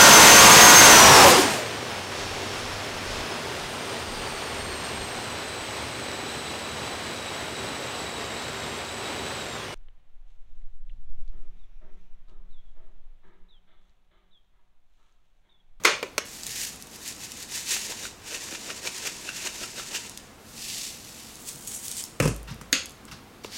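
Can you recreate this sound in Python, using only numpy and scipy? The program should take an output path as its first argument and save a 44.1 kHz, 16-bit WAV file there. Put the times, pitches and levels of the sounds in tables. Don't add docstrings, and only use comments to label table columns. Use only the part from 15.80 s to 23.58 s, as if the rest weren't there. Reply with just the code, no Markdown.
import sys
import numpy as np
from scipy import signal
from scipy.fft import rfft, irfft, next_fast_len
from scipy.io import wavfile
from scipy.ndimage import uniform_filter1d, map_coordinates

SR = 44100
rng = np.random.default_rng(int(sys.argv[2]) if len(sys.argv) > 2 else 0)


def to_wav(sig):
    pcm = np.clip(np.atleast_2d(sig), -1, 1) * 32767
    pcm = np.round(pcm).astype(np.int16)
    wavfile.write(sys.argv[1], SR, pcm.T)


N = 343037
TIME = np.arange(N) / SR

# (time the load lands [s], patter [dB], rise [s], back slide [dB], thump [dB],
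# clump [dB], pitch of the spot the clump hits [Hz])
SHAKES = [(1.965, -46, 0.018, -50, -49, -31.5, 2680), (2.122, -35.5, 0.024, -51, -38, -36.5, 936),
          (2.253, -33.5, 0.038, -44, -40, -37.5, 1420), (2.554, -31, 0.063, -63, -39.5, -54, 1410),
          (2.75, -34.5, 0.065, -33.5, -38, -33, 2680), (2.902, -33, 0.038, -38.5, -36.5, -32, 1400),
          (3.073, -26.5, 0.025, -40.5, -36.5, -26, 2330), (3.274, -27, 0.041, -33.5, -38, -36.5, 1400),
          (3.49, -34, 0.034, -46, -40.5, -29.5, 2670), (3.672, -28.5, 0.082, -34.5, -36, -31, 1630),
          (3.838, -32.5, 0.056, -39, -38, -34, 1397), (3.997, -31, 0.028, -61, -40.5, -35.5, 1350),
          (4.158, -23, 0.021, -41, -39, -47, 1400)]
# (frequency [Hz], level [dB])
RASP_COLOUR = [(880, -29.5), (1500, -7.5), (1830, 0), (2410, -2), (2690, 1.5), (3150, -1), (4200, 1.5),
               (5490, 1), (6560, 1.5), (7760, 0), (10900, -9.5), (13400, -14), (16000, -22)]
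PELT_COLOUR = [(130, -42), (220, -1), (420, -2), (1110, -7), (1550, 4), (2070, -3.5), (2760, 6), (3130, -1),
               (4090, -1.5), (4640, -4), (5260, -3), (7270, -3), (10600, -16), (13600, -14.5), (16000, -24)]
SNAP_COLOUR = [(70, -37), (140, -28), (250, -13), (400, -2), (570, 0), (760, -10.5), (1080, 5), (1430, 3.5),
               (2300, 7), (3100, 0), (4500, -6.5), (6300, -7.5), (9000, -17.5), (16000, -25)]
# (frequency [Hz], width [Hz], level [dB])
BOWL_MODES = [(492, 49, -3.5), (1050, 48, 6), (2760, 97, 12), (3770, 48, -26)]
# (time [s], level [dB], relative bass [dB], treble [dB], room [dB])
LANDINGS = [(6.401, -12, -6, -11.5, -8), (6.424, -24, -4.5, -7, 3.5), (6.455, -21, 4.5, -8, -10.5),
            (6.476, -24.5, 2, -3, -3.5), (6.813, -32, -8.5, -9.5, -8.5)]


def amp(db):
    return 10 ** (np.asarray(db) / 20)


def unit(x):
    return x / np.sqrt(np.mean(x ** 2) + 1e-20)


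def crest(x):
    return x / np.sqrt(uniform_filter1d(x ** 2, size=176).max() + 1e-20)


def along(points, hz):
    knots_hz, values = np.transpose(points)
    return np.interp(np.log(hz + 1), np.log(knots_hz + 1), values)


def add(track, s, sound):
    part = track[max(round(s * SR), 0):][:len(sound)]
    part += sound[:len(part)]


def curves(rows):
    s, *columns = np.transpose(rows)
    gate = uniform_filter1d(((TIME >= s[0]) & (TIME <= s[-1])) * 1.0, size=600)
    return [gate] + [np.interp(TIME, s, column) for column in columns]


def swells(rows):
    power, t = np.zeros(N), np.arange(-SR // 3, SR // 3) / SR
    for s, db, rise_s, fall_s in rows:
        swell = amp(db) * np.exp(-np.abs(t) / np.where(t < 0, rise_s, fall_s))
        add(power, s + t[0], swell ** 2)
    return np.sqrt(power)


def held(start_s, end_s, rise_s, fall_s):
    return np.exp(-np.maximum(start_s - TIME, 0) / rise_s - np.maximum(TIME - end_s, 0) / fall_s)


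def wobble(rate):
    return map_coordinates(rng.standard_normal(int(N * rate / SR) + 4), [TIME * rate])


def band(x, edges_hz, kind):
    return signal.sosfilt(signal.butter(3, edges_hz, kind, fs=SR, output="sos"), x)


def coloured(x, db_of_hz):
    size = 2 * next_fast_len(len(x) // 2 + 4096)
    gain = amp(db_of_hz(np.fft.rfftfreq(size, 1 / SR)))
    cepstrum = irfft(np.log(np.maximum(gain, 1e-6)))
    cepstrum[1:size // 2] *= 2
    cepstrum[size // 2 + 1:] = 0
    return irfft(rfft(x, size) * np.exp(rfft(cepstrum)))[:len(x)]


def shaped(x, spectrum):
    return unit(coloured(x, lambda hz: along(spectrum, hz)))


def grains(rate, spread_db, clump_db):
    hits = rng.random(N) < rate / SR
    size = amp(spread_db * np.minimum(rng.exponential(size=N), 4) + clump_db * wobble(160))
    return hits * size * rng.choice([-1, 1], N)


def rustle(colour, fizz_db, rate, spread_db, clump_db):
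    flakes = shaped(grains(rate, spread_db, clump_db), colour)
    return unit(band(flakes, 11000, "low")) + amp(fizz_db - 2) * unit(band(flakes, 11500, "high"))


def strike(colour, modes, contact_s, rise_s, ring_db, band_db, grip_hz=30):
    t = np.arange(SR // 8) / SR
    contact = rng.standard_normal(len(t)) * np.exp(-t / contact_s) * (1 - np.exp(-t / rise_s))
    ring = np.zeros(len(t))
    for hz, width, db in modes:
        strength = amp(db) * rng.standard_normal() * np.sqrt(width)
        decay = np.exp(-np.pi * (width + grip_hz) * t)
        ring += strength * decay * np.cos(2 * np.pi * hz * t)
    body = shaped(contact, colour) + amp(ring_db) * unit(ring)
    parts = band(body, 700, "low"), band(body, [700, 5000], "band"), band(body, 5000, "high")
    return np.pad(sum(amp(db) * crest(part) for db, part in zip(band_db, parts)), (0, SR // 3))


def blows(rows, colour, modes, contact_s, rise_s, ring_db, band_db):
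    out = np.zeros(N)
    for s, db, bass_db, treble_db, room_db in rows:
        balance_db = np.add(band_db, (bass_db, 0, treble_db))
        direct, left, right = (strike(colour, modes, contact_s, rise_s, ring_db, balance_db)
                               for _ in range(3))
        reflected = (room(left) + room(right)) / np.sqrt(2)
        add(out, s, amp(db) * (direct + amp(room_db) * reflected))
    return out


def room_tone():
    # (frequency [Hz], level [dB])
    air_colour = [(12, -31), (20, -8), (48, -5.5), (123, -5.5), (182, -7), (216, -2), (262, -6),
                  (310, -7.5), (422, -11), (472, -8.5), (574, -14.5), (624, -13), (738, -12), (1220, -15),
                  (16000, -34.5)]
    return amp(-49) * shaped(rng.standard_normal(N), air_colour)


def room(x, build_s=0.00093):
    # (frequency [Hz], time to fall 60 dB [s])
    decay_times = [(150, 0.21), (500, 0.31), (1500, 0.29), (4000, 0.36), (9000, 0.31), (15000, 0.069)]
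    hz, t, noise = signal.stft(rng.standard_normal(SR // 2), SR, nperseg=256)
    decay = amp(-60 * t / along(decay_times, hz)[:, None])
    tail = signal.istft(noise * decay, SR, nperseg=256)[1]
    tail *= 1 - np.exp(-np.arange(len(tail)) / SR / build_s)
    return signal.fftconvolve(x, tail / np.linalg.norm(tail))[:len(x)]


def hand_pats():
    # (time [s], level [dB], relative bass [dB], treble [dB], room [dB])
    pats = [(5.734, -52, 9, -2, -7), (6.675, -37.5, -2.5, -15.5, 3.5), (6.704, -39, 10, -8, -8),
            (7.278, -39.5, -12, -14, -25), (7.314, -32, -9, -12, -5.5)]
    # (frequency [Hz], level [dB])
    flesh_colour = [(53, -82), (90, 12.5), (185, 12.5), (370, -19), (683, -19), (1040, -12.5), (2380, -15),
                    (5300, -21.5), (6690, -29.5), (14000, -43)]
    return blows(pats, flesh_colour, BOWL_MODES,
                 contact_s=0.012, rise_s=0.0064, ring_db=-20, band_db=(-3, -8, 1.5))


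def palm_rub():
    # (time [s], level [dB])
    strokes = [(7.64, -34), (7.69, -49), (7.73, -35.5), (7.779, -30.5)]
    # (frequency [Hz], level [dB])
    skin_colour = [(410, -51), (700, -20), (830, -29), (1060, -22), (2130, -7.5), (2430, -11), (4550, -3),
                   (16000, -24)]
    gate, db = curves(strokes)
    crumbs = grains(rate=7000, spread_db=2, clump_db=1)
    return gate * amp(db - 5.5) * shaped(crumbs, skin_colour)


def bowl_tap():
    # (time [s], level [dB], relative bass [dB], treble [dB], room [dB])
    taps = [(7.646, -28.5, -6, -14, -14)]
    return blows(taps, SNAP_COLOUR, BOWL_MODES,
                 contact_s=0.0017, rise_s=0.0001, ring_db=-2, band_db=(2.5, -3.5, 1))


def scrape(width_hz=90):
    # (time [s], level [dB])
    slips = [(5.875, -35), (5.945, -31.5)]
    # (frequency [Hz], level [dB])
    tones = [(5895, -52), (6740, -47), (7445, -50), (8102, -47), (8721, -60), (9012, -48), (10164, -51),
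             (11536, -55), (13103, -56)]

    def peaks_db(hz):
        power = sum(amp(db) ** 2 / (1 + (2 * (hz - centre) / width_hz) ** 2) for centre, db in tones)
        return 10 * np.log10(power)

    stroke = swells((s, db, 0.0051, 0.03) for s, db in slips)
    friction = band(grains(rate=6000, spread_db=2, clump_db=1), 5000, "high")
    return stroke * unit(coloured(friction, peaks_db))


def counter_boom(rise_s=0.034):
    # (frequency [Hz], level [dB], time to fall 60 dB [s])
    slab_modes = [(53.3, -27, 1.15), (96, -25, 0.4), (124, -28, 0.54), (152, -31, 0.25)]
    out, t = np.zeros(N), np.arange(SR) / SR
    slab = sum(amp(db - 60 * t / t60) * np.sin(2 * np.pi * hz * t) for hz, db, t60 in slab_modes)
    add(out, LANDINGS[0][0], slab * (1 - np.exp(-t / rise_s)))
    return out


def jar_landing():
    # (frequency [Hz], level [dB])
    thud_colour = [(41, -29), (70, -18), (142, 3.5), (218, -8.5), (268, -4.5), (336, -14.5), (494, -10.5),
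                   (815, -27), (913, -19.5), (1980, -22.5), (2840, -22.5), (3740, -36.5), (8470, -36.5),
                   (13300, -49), (16000, -52)]
    # (frequency [Hz], width [Hz], level [dB])
    counter_modes = [(143, 11, -10), (514, 10, -4.5), (1160, 150, 5), (2130, 36, -19), (2500, 27, -15),
                     (2740, 24, -13), (5160, 140, -32), (6200, 170, -33)]
    return blows(LANDINGS, thud_colour, counter_modes,
                 contact_s=0.0061, rise_s=0.00028, ring_db=-9, band_db=(1, -5.5, -0.5))


def lid_opening():
    # (time [s], level [dB], relative bass [dB], treble [dB], room [dB])
    snaps = [(0.037, -31, -12, 1, -2), (0.048, -13, -11, -9, 4.5), (0.051, -2.5, -21, -12, -4),
             (0.074, -14, -14.5, -19, 4), (0.228, -19, -6.5, -12.5, -8), (0.38, -9.5, -15, -7.5, -12)]
    # (frequency [Hz], width [Hz], level [dB])
    lid_modes = [(376, 24, -16), (585, 26, 1), (1087, 12, 6), (1464, 58, 14), (2340, 24, -17),
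                 (3480, 24, -1), (4380, 150, 6), (6030, 48, 2), (6450, 49, 2), (7500, 80, -10)]
    return blows(snaps, SNAP_COLOUR, lid_modes,
                 contact_s=0.004, rise_s=0.0001, ring_db=-9.5, band_db=(0, -6.5, -2.5))


def lid_closing():
    # (time [s], level [dB], relative bass [dB], treble [dB], room [dB])
    clicks = [(6.928, -13.5, -14, -1.5, -5.5), (6.931, -15.5, -21.5, -17, -1)]
    # (frequency [Hz], level [dB])
    click_colour = [(70, -34), (130, -17.5), (270, -2.5), (400, -20), (510, -0.5), (800, -27), (1300, 1),
                    (2300, 5.5), (3200, 1), (4300, -2), (5300, -8.5), (6600, -7), (8500, -16), (16000, -25)]
    # (frequency [Hz], width [Hz], level [dB])
    lid_modes = [(269, 40, -3), (2480, 25, -16), (2470, 21, -20), (3600, 48, -17), (3700, 88, -21),
                 (4340, 140, 6), (4470, 39, 5), (6480, 27, 11), (7400, 100, 0), (7800, 44, -15)]
    return blows(clicks, click_colour, lid_modes,
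                 contact_s=0.0016, rise_s=0.00047, ring_db=-11, band_db=(0.5, -1, 3))


def flake_cracks(strays_per_s=16, scatter_db=3, stray_hz=9000, snap_s=0.0008):
    # (time [s], level [dB], centre [Hz])
    loud_cracks = [(0.634, -29.5, 6000), (0.667, -26, 6300), (0.718, -32, 5700), (1.024, -34, 7300),
                   (1.278, -29, 7000), (1.519, -31, 4850), (1.627, -33, 5900), (4.296, -34, 7000),
                   (4.375, -30.5, 6000), (5.556, -36, 10000), (5.875, -32, 7800), (6.082, -27, 7150),
                   (6.115, -27, 6500), (6.168, -29, 8500), (6.239, -25.5, 8700), (6.563, -36, 9000),
                   (7.058, -33, 9000), (7.253, -42, 8500)]
    # (start [s], end [s], typical level [dB])
    stray_spans = [(0.449, 1.701, -43), (5.5, 6.301, -48), (6.504, 7.147, -43)]
    out, t = np.zeros(N), np.arange(SR // 30) / SR
    cracks = list(loud_cracks)
    for start_s, end_s, db in stray_spans:
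        span_s = end_s - start_s
        for when, size, pitch in rng.random((round(span_s * strays_per_s), 3)):
            stray_db = db + scatter_db * (2 * size - 1)
            cracks.append((start_s + when * span_s, stray_db, stray_hz * 2 ** (pitch - 0.5)))
    for s, db, centre_hz in cracks:
        snap = rng.standard_normal(len(t)) * np.exp(-t / snap_s)
        crack = coloured(snap, lambda hz: -6 * np.log2((hz + 1) / centre_hz) ** 2)
        add(out, s, amp(db) * crest(crack))
    return band(out, 13000, "low")


def sprinkling():
    # (time [s], rise and fall [s], level [dB], relative fizz [dB])
    pinches = [(5.686, 0.015, -32, -11), (5.93, 0.053, -38, -8), (6.056, 0.02, -34.5, 1),
               (6.126, 0.1, -37.5, -16), (6.19, 0.026, -32, -16)]
    # (frequency [Hz], level [dB])
    palm_colour = [(1180, -24), (2000, -11.5), (2610, -10.5), (3290, -6), (3550, -8.5), (4290, -5.5),
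                   (5130, -6), (6810, -1), (8730, -0.5), (10500, -7), (15500, -8)]
    trickle = amp(-46.5) * held(start_s=5.6, end_s=6.25, rise_s=0.011, fall_s=0.026)
    pinch_flow = swells((s, db, half_s, half_s) for s, half_s, db, _ in pinches)
    pinch_fizz = swells((s, db + fine_db, half_s, half_s) for s, half_s, db, fine_db in pinches)
    flow = np.hypot(trickle, pinch_flow)
    fizz = np.hypot(amp(-2) * trickle, pinch_fizz)
    fizz_db = 20 * np.log10((fizz + 1e-9) / (flow + 1e-9))
    return amp(-1) * flow * rustle(palm_colour, fizz_db, rate=5000, spread_db=3, clump_db=1.5)


def settling():
    # (time [s], level [dB])
    run_back = [(4.6, -65), (4.816, -40), (4.938, -36), (5.066, -38), (5.186, -49), (5.388, -47.5),
                (5.6, -51.5)]
    gate, db = curves(run_back)
    fizz_db = -8 + 0.29 * (db.max() - db)
    hiss = band(rustle(RASP_COLOUR, fizz_db, rate=7000, spread_db=2, clump_db=1), 2200, "high")
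    return gate * amp(db + 1.26) * hiss


def hollow_jar(x):
    # (frequency [Hz], width [Hz], boost [dB])
    jar_modes = [(410, 140, 0), (2730, 53, 0), (6670, 2200, 2.5)]
    return coloured(x, lambda hz: sum(db / (1 + (2 * (hz - centre) / width) ** 2)
                                      for centre, width, db in jar_modes))


def sliding(back_share=0.562):
    # (time [s], level [dB])
    tipping_flow = [(0.45, -46.5), (0.658, -44.5), (0.664, -40), (0.834, -32.5), (0.964, -50.5),
                    (1.096, -55.5), (1.146, -44), (1.19, -52), (1.278, -34.5), (1.376, -55), (1.442, -36.5),
                    (1.486, -47.5), (1.634, -41.5), (1.668, -49), (1.744, -32), (1.842, -41.5), (1.93, -26),
                    (2.002, -36), (2.27, -44.5), (2.42, -66)]
    # (time [s], tilt [0 upright to 1 mouth down])
    lean = [(0.85, 0.36), (1.45, 0.68), (1.95, 0.73), (2.4, 1)]
    # (frequency [Hz], level [dB])
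    wall_colour = [(150, -47), (260, -9), (368, 4.5), (614, -10), (761, -21), (934, 4), (1210, -7.5),
                   (1320, -6), (2300, -3), (2710, -16.5), (3000, -1.5), (3900, -77), (6600, -120)]
    gate, flow_db = curves(tipping_flow)
    tipping = gate * amp(flow_db + 1.5)
    back = swells((s - back_share * (s - before[0]), db, 0.022, 0.03)
                  for before, (s, _, _, db, *_) in zip(SHAKES, SHAKES[1:]))
    forward = swells((s, db - 5.5, rise_s, 0.025) for s, db, rise_s, *_ in SHAKES)
    stir = amp(-42.5) * held(start_s=2.47, end_s=4.244, rise_s=0.023, fall_s=0.15)
    flow = np.sqrt(tipping ** 2 + back ** 2 + forward ** 2 + stir ** 2) * amp(wobble(35))
    tilt = curves(lean)[1]
    fizz_db = np.interp(tilt, [0, 1], [0, -9.5])
    wall_db = np.interp(tilt, [0, 1], [-33.5, -13])
    rasp = amp(-2.5) * rustle(RASP_COLOUR, fizz_db, rate=7000, spread_db=2, clump_db=1.5)
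    drumming = shaped(grains(rate=1500, spread_db=3, clump_db=2.5), wall_colour)
    return flow * (rasp + amp(wall_db) * drumming)


def clump_knocks(contact_s=0.003, ring_s=0.004, tail_s=0.012, spot_width_hz=200):
    out, t = np.zeros(N), np.arange(SR // 10) / SR
    for s, *_, db, spot_hz in SHAKES:
        burst = shaped(rng.standard_normal(len(t)) * np.exp(-t / contact_s), PELT_COLOUR)
        contact = band(band(burst, 4500, "low"), 600, "high")
        tone = np.sin(2 * np.pi * spot_hz * t)
        ring = np.exp(-t / ring_s) * tone
        add(out, s, amp(db) * (crest(contact) + amp(-3) * crest(ring)))
        loose_flakes = rng.standard_normal(len(t)) * np.exp(-np.abs(t - t.mean()) / tail_s)
        spot = np.exp(-np.pi * spot_width_hz * t) * tone
        add(out, s - t.mean(), amp(db - 10) * crest(signal.fftconvolve(loose_flakes, spot)))
    return out


def pelting(fall_s=0.014, thump_lead_s=0.015):
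    patter_gain = swells((s, db - 5.5, rise_s, fall_s) for s, db, rise_s, *_ in SHAKES)
    thump_gain = swells((s - thump_lead_s, db - 6, 0.033, 0.027) for s, _, _, _, db, *_ in SHAKES)
    flakes = shaped(grains(rate=4000, spread_db=2.5, clump_db=-2.5), PELT_COLOUR)
    patter = unit(band(flakes, 1400, "high"))
    thump = unit(band(flakes, [290, 700], "band"))
    return patter_gain * patter + thump_gain * thump


def scene():
    in_jar = hollow_jar(sliding() + pelting() + clump_knocks())
    flakes = in_jar + settling() + sprinkling() + palm_rub() + flake_cracks() + scrape()
    handling = lid_opening() + lid_closing() + jar_landing() + hand_pats() + bowl_tap()
    return (flakes + amp(-10.5) * room(flakes) + handling + counter_boom() + room_tone())[None]


def record(dry, ceiling=0.7, top_hz=15950):
    rounded = dry / (1 + np.abs(dry / ceiling) ** 6) ** (1 / 6)
    size = next_fast_len(N + SR // 2)
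    passband = np.fft.rfftfreq(size, 1 / SR) < top_hz
    return irfft(rfft(rounded, size) * passband, size)[..., :N]


dry = scene()
out = record(dry)
to_wav(out)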